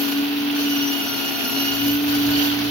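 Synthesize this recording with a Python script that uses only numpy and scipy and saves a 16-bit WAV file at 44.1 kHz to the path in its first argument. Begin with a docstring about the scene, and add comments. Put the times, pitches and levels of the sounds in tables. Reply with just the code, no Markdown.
"""A band saw's hum, swelling and fading differently at each ear, opens in a tiled fish shop.
A large fish is pushed through the blade, which slows under load. One drive speed turns all tones.
Teeth whine, sing and hiss in the flesh: tones beat, filtered noise flickers. Random snaps with tile
reflections crackle as bone and scales. A low motor drone comes up late, then bone knots squeak
and the fish slides back over steel."""
import sys
import numpy as np
from scipy import signal
from scipy.fft import rfft, irfft
from scipy.io import wavfile

SR = 44100
rng = np.random.default_rng(int(sys.argv[2]) if len(sys.argv) > 2 else 0)


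def master(y):
    """Save y as 16-bit WAV."""
    cut = np.clip(np.atleast_2d(y).T, -1, 1)
    pcm = np.round(cut * 32767)  # scale
    wavfile.write(sys.argv[1], SR, pcm.astype(np.int16))


N = 119070
T = np.arange(N) / SR
HZ = np.fft.rfftfreq(N, 1 / SR)


def amp(db):
    """Decibels to gain."""
    return 10 ** (np.asarray(db) / 20)


def unit(x):
    """Scales to rms 1, over both channels together."""
    return x / np.sqrt(np.mean(x ** 2) + 1e-20)


def curve(table):
    """Interpolates the columns of a time table at every sample."""
    s, *columns = np.transpose(table)
    return np.array([np.interp(T, s, c) for c in columns])


def spectrum(table):
    """Interpolates a frequency table at every bin, on a log axis."""
    f, value = np.transpose(table)
    return np.interp(np.log(HZ + 1), np.log(f), value)


def colour(x, table):
    """Filters by a dB spectrum, at rms 1."""
    return unit(irfft(rfft(x) * amp(spectrum(table)), N))


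def wander(hz):
    """Smooth random signal from 2 Hz up to a soft corner, at rms 1."""
    lowpass = 1 / np.sqrt(1 + (HZ / hz) ** 4)
    return unit(irfft(rfft(rng.standard_normal(N)) * (HZ > 2) * lowpass, N))


def swell(s, length_s):
    """Gaussian rise and fall around one moment."""
    return np.exp(-((T - s) / length_s) ** 2)


# Left-right coherence of noise. Each row: frequency in Hz, likeness 0-1.
COHERENCE = [(50, 1), (250, 0.83), (500, 0.59), (1000, 0), (5000, 0.27), (15000, 0)]


def air():
    """White noise at two microphones, alike in the bass."""
    a, b = rfft(rng.standard_normal((2, N)))
    c = np.clip(spectrum(COHERENCE), -1, 1)
    return irfft(np.array([a, c * a + np.sqrt(1 - c ** 2) * b]), N)


# Drive speed. Each row: time in seconds, hum pitch in Hz.
DRIVE_HZ = [(0, 283.5), (.1, 283), (.3, 288), (.55, 288.3), (.68, 286.8), (.79, 283.5), (1.04, 282),
            (1.17, 279.6), (1.39, 279.4), (1.52, 275.8), (1.62, 279.8), (1.75, 281.6), (2.02, 290),
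            (2.25, 287.6), (2.42, 288), (2.7, 291)]
FREE_HZ, SAG_HZ = 290, 11


def drive_hz():
    """Hum pitch at every sample, sagging as the fish loads the drive."""
    return curve(DRIVE_HZ)[0]


def load():
    """How far the drive is dragged below its free speed, 0-1."""
    return np.clip((FREE_HZ - drive_hz()) / SAG_HZ, 0, 1)


# Loudness of the hum. Each row: time in seconds, left rms in dB, right rms in dB.
HUM_DB = [(0, -20.5, -28), (.11, -22, -29.5), (.19, -19.5, -21), (.3, -23.5, -25), (.7, -21.5, -22.5),
          (.88, -20.5, -28), (1.03, -26, -43), (1.5, -27.5, -69), (1.55, -23, -30), (1.78, -23.5, -34.5),
          (1.87, -18.5, -20), (2.02, -22, -22), (2.15, -20, -20.5), (2.42, -20.5, -19.5), (2.57, -26, -23),
          (2.7, -25, -23.5)]
HUM_LAG_RAD = 0.64
FLUTTER, FLUTTER_HZ, FLUTTER_UNDER_LOAD = 0.03, 34.4, 3


def hum(turn):
    """Sine at the drive pitch, later in phase at the right; amplitude flutter grows with load."""
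    lag = np.array([[0], [HUM_LAG_RAD]])
    flutter = 1 + FLUTTER * (1 + FLUTTER_UNDER_LOAD * load()) * wander(FLUTTER_HZ)
    return np.sqrt(2) * amp(curve(HUM_DB)) * flutter * np.cos(turn - lag)


LINE_WAVER = 0.26


def lines(turn, table):
    """Partials locked to the drive, wavering in amplitude and phase."""
    out = 0
    for multiple, db in table:
        waver = 1 + LINE_WAVER * wander(hz=3.4)
        phase = multiple * turn + 0.11 * wander(hz=2.3) + 2 * np.pi * rng.random()
        out = out + amp(db) * unit(waver * np.cos(phase))
    return out


# Weak wheel partials. Each row: multiple of the hum pitch, rms in dB.
WHEEL_LINES = [(.5, -54.5), (.9, -46.5), (1.098, -48.5), (1.5, -44), (3, -59)]
# Boom of the frame. Each row: frequency in Hz, relative density in dB.
FRAME_SPECTRUM = [(50, -38), (130, -36), (170, -20), (205, -4), (245, 4), (275, -1), (330, -10), (430, -5),
                  (520, -25), (900, -58)]
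# Rattle of the running blade. Each row: frequency in Hz, relative density in dB.
RUNNING_SPECTRUM = [(200, -24), (520, -9), (700, 2.5), (1250, 0), (2150, -2), (2650, 7), (3500, 3.5),
                    (5000, -11), (6200, -22.5), (7300, -61), (9700, -56), (10600, -11.5), (15500, -4.5)]
FRAME_DB, RUNNING_DB = -37.5, -28.5
RATTLE_DB, RATTLE_HZ = 1.5, 90


def machine(turn):
    """Hum and wheel lines, plus filtered noise for the booming frame and rattling blade."""
    frame = amp(FRAME_DB) * colour(air(), FRAME_SPECTRUM)
    rattle = air() * amp(RATTLE_DB * wander(RATTLE_HZ))
    running = amp(RUNNING_DB) * colour(rattle, RUNNING_SPECTRUM)
    return hum(turn) + lines(turn, WHEEL_LINES) + frame + running


# Growl of the slowed drive. Each row: multiple of the hum pitch, rms at full load in dB.
STRAIN_LINES = [(1.24, -45), (2.25, -49.5), (2.48, -46.5), (2.75, -47.5), (3.39, -50), (5.02, -42.5)]


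def strain(turn):
    """The machine growls as the load drags its speed down."""
    return load() * lines(turn, STRAIN_LINES)


TEETH_PER_HUM_CYCLE = 5.155
JITTER, JITTER_HZ = .0045, 80


def tooth_phase(turn):
    """Teeth strike at a rate set by the drive, with random jitter."""
    unsteady = 1 + JITTER * wander(JITTER_HZ)
    return TEETH_PER_HUM_CYCLE * np.cumsum(np.gradient(turn) * unsteady)


# How hard the teeth bite. Each row: time in seconds, bite in dB.
BITE_DB = [(0, 3.5), (.13, 1), (.33, -5.5), (.55, -4), (.565, 1), (1.3, 1), (1.65, 2.5), (1.93, 2),
           (2.03, -3), (2.1, 3), (2.35, 2), (2.48, 4.5), (2.58, -2.5), (2.7, -1)]
# Hiss of cut flesh. Each row: frequency in Hz, relative density in dB.
HISS_SPECTRUM = [(50, 5), (200, 10), (500, 10.5), (2000, -10), (2800, -14), (4200, 6.5), (6000, 9.5),
                 (7300, -5), (8300, -89), (9800, -13.5), (10500, 9), (13000, 2)]
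HISS_DB, FLICKER_DB, FLICKER_HZ = -35, 2.5, 33.4  # level at 0 dB bite


def hiss():
    """Flickering filtered noise of teeth in flesh, following the bite."""
    flicker = amp(FLICKER_DB * wander(FLICKER_HZ))
    return amp(HISS_DB + curve(BITE_DB)[0]) * colour(air() * flicker, HISS_SPECTRUM)


BLADE_LAG_RAD = 1.5
WHINE_PULSE_DB, WHINE_PULSE_HZ = 1.9, 28


def beating(phase, depth, hz):
    """Blade tone with a shared pulse and separate random beating at each ear, at rms 1."""
    lag = np.array([[0], [BLADE_LAG_RAD]])
    sway = np.array([1 + depth * (wander(hz) + 1j * wander(hz)) for ear in range(2)])
    pulse = amp(WHINE_PULSE_DB * wander(WHINE_PULSE_HZ))
    return unit(pulse * (sway * np.exp(1j * (phase - lag))).real)


# Tooth-rate harmonics. Each row: multiple, level at 0 dB bite in dB, extra at full load in dB.
WHINE_HARMONICS = [(1, -40, -3), (3, -46, 6.5), (5, -55.5, 5), (8, -45, 3.5), (9, -43, 2), (10, -45.5, 4)]
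WHINE_FOLLOW_LOW, WHINE_FOLLOW_HIGH = 1, 2.65  # dB per dB of bite, first to last harmonic
CHATTER, CHATTER_HZ = .85, 40.6


def whine(strike):
    """Tooth-rate harmonics; the higher ones follow the bite more steeply."""
    bite, out = curve(BITE_DB)[0], 0
    follows = np.linspace(WHINE_FOLLOW_LOW, WHINE_FOLLOW_HIGH, len(WHINE_HARMONICS))
    for (k, db, load_db), follow in zip(WHINE_HARMONICS, follows):
        level_db = db + follow * bite + load_db * load()
        out = out + amp(level_db) * beating(round(k) * strike, CHATTER, CHATTER_HZ)
    return out


# Singing blade. Each row: time in seconds, lower tone in dB, upper tone in dB.
SING_DB = [(0, -38, -43), (.3, -46, -55), (.54, -45, -52), (.57, -34.5, -39), (.7, -34, -40),
           (.81, -29, -31.5), (.97, -32.5, -39), (1.1, -32.5, -37), (1.38, -34.5, -39), (1.52, -33, -34),
           (1.68, -27.5, -34), (1.81, -32, -40), (1.92, -31.5, -40), (2.02, -46, -50), (2.13, -36, -43.5),
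           (2.31, -39, -46), (2.39, -30, -43), (2.46, -36, -43), (2.6, -43, -50)]
SING_CHATTER, SING_CHATTER_HZ = .38, 30


def sing(strike):
    """The blade sings one and two octaves above the tooth rate."""
    out = 0
    for octave, db in enumerate(curve(SING_DB), 1):
        out = out + amp(db) * beating(2 ** octave * strike, SING_CHATTER, SING_CHATTER_HZ)
    return out


SQUEAL_AT_S, SQUEAL_S, SQUEAL_DB, SQUEAL_HARMONIC = 1.94, 0.094, -32, 9


def squeal(strike):
    """The blade squeals once on a high harmonic of the tooth rate."""
    tone = beating(SQUEAL_HARMONIC * strike, SING_CHATTER, SING_CHATTER_HZ)
    return amp(SQUEAL_DB) * swell(SQUEAL_AT_S, SQUEAL_S) * tone


def teeth(turn):
    """Teeth strike the fish: hiss, whine, singing and one squeal share a strike rate."""
    strike = tooth_phase(turn)
    return hiss() + whine(strike) + sing(strike) + squeal(strike)


ROOM_T60_S, ROOM_DB = 0.17, 11  # reflections relative to direct sound


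def room(x):
    """Direct sound plus sparse decaying tile reflections, different at each microphone."""
    t = T[:SR // 2]
    tail = rng.standard_normal((2, len(t))) * (rng.random((2, len(t))) < .1)
    tail *= amp(-60 * t / ROOM_T60_S)
    tail *= amp(ROOM_DB) / np.linalg.norm(tail, axis=1, keepdims=True)
    tail[0, 0] = tail[1, 7] = 1  # direct sound, 7 samples later at the right
    # a mirrored lead-in fills the room before the start
    primed = np.concatenate([x[:len(t)][::-1], x])
    return signal.fftconvolve(primed[None], tail, axes=1)[:, len(t):len(t) + N]


# Crackle in bone and scales. Each row: time in seconds, gain in dB.
BONE_DB = [(0, -7), (.55, -7), (.59, -4), (.95, -7.5), (1.5, -6.5), (1.65, -1.5), (2.02, -8.5),
           (2.13, -0.5), (2.28, -3), (2.36, 2.5), (2.52, 0.5), (2.56, -2.5)]
# Colour of the crackle. Each row: frequency in Hz, relative density in dB.
CRACKLE_SPECTRUM = [(150, -55), (600, 0.5), (1100, -4), (2200, -2.5), (4500, 0.5), (6000, -12),
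                    (7500, -36.5), (9800, -25), (10700, -25), (15500, -55)]
CRACKLE_DB, CRUNCH_DB, CRUNCH_HZ = -27.5, 1.66, 108
GRAINS_PER_S, GRAIN_SPREAD_DB = 1500, 3.5


def bone():
    """Dense small fractures: random snaps of either sign, reflected by the room."""
    hits = (rng.random(N) < GRAINS_PER_S / SR) * rng.choice([-1, 1], N)
    snaps = hits * amp(GRAIN_SPREAD_DB * np.minimum(rng.exponential(1, N), 4))
    crunch = room(snaps) * amp(CRUNCH_DB * wander(CRUNCH_HZ))
    return amp(CRACKLE_DB + curve(BONE_DB)) * colour(crunch, CRACKLE_SPECTRUM)


# Rise of the drone. Each row: time in seconds, gain in dB.
DRONE_DB = [(1.58, -11.5), (1.66, 1.5), (2.1, 3.5), (2.7, 4)]
# Motor partials. Each row: multiple of the hum pitch, level before the drone gain in dB.
MOTOR_LINES = [(.3, -57.5), (.407, -44), (.612, -50)]
# Motor rumble. Each row: frequency in Hz, relative density in dB.
RUMBLE_SPECTRUM = [(40, -20), (62, 13), (100, -4), (900, -87)]
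RUMBLE_DB = -52  # before the drone gain


def drone(turn):
    """Low motor lines and filtered-noise rumble, rising late in the cut."""
    rumble = amp(RUMBLE_DB) * colour(air(), RUMBLE_SPECTRUM)
    return amp(curve(DRONE_DB)) * (lines(turn, MOTOR_LINES) + rumble)


THUD_AT_S, THUD_S, THUD_DB, THUD_HZ = 2.337, 0.1, -35.5, 463


def slide():
    """The fish is dragged back over the steel table: a swell of dull low-passed noise."""
    dull = unit(irfft(rfft(air()) / (1 + (HZ / THUD_HZ) ** 4), N))
    return amp(THUD_DB) * swell(THUD_AT_S, THUD_S) * dull


# Harder knots of bone. Each row: time in seconds, burst level in dB, ring in Hz.
KNOTS = [(2.338, -30, 4350), (2.356, -25, 4450), (2.366, -26, 3050), (2.398, -20, 3080),
         (2.414, -25.5, 3150), (2.502, -27.5, 3300), (2.528, -27, 3150)]
KNOT_WIDTH_HZ, KNOT_S = 420, .0055


def knot(s, db, hz):
    """A hard knot makes the blade squeak briefly: a burst of resonant noise."""
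    ring = irfft(rfft(air()) / (1 + 2j * (HZ - hz) / KNOT_WIDTH_HZ) ** 2, N)
    burst = swell(s, KNOT_S)
    return amp(db) * unit(ring * burst) * np.sqrt(np.mean(burst ** 2))


def scene():
    """One drive speed turns the hum, the growl, the teeth and the drone."""
    turn = 2 * np.pi * np.cumsum(drive_hz()) / SR
    knots = sum(knot(*row) for row in KNOTS)
    return machine(turn) + strain(turn) + teeth(turn) + bone() + drone(turn) + slide() + knots


# Tilt toward the left. Each row: frequency in Hz, left minus right in dB.
LEAN_DB = [(300, -1), (1200, 0.9), (2800, -3), (5000, 1), (11000, 0), (13500, -1.5)]
MIC_LOW_HZ, CUTOFF_HZ = 46, 15850


def record(dry):
    """Left-right tilt and bass cut of the two microphones, then the band limit."""
    tilt_db = spectrum(LEAN_DB) * np.array([[.5], [-.5]])
    heard = irfft(rfft(dry) * amp(tilt_db), N)
    bass_cut = signal.butter(4, MIC_LOW_HZ, "high", fs=SR, output="sos")
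    heard = signal.sosfilt(bass_cut, heard)
    band_limit = signal.firwin(511, CUTOFF_HZ, window=("kaiser", 9), fs=SR)
    return signal.oaconvolve(heard, band_limit[None], "same")


dry = scene()
out = record(dry)
master(out)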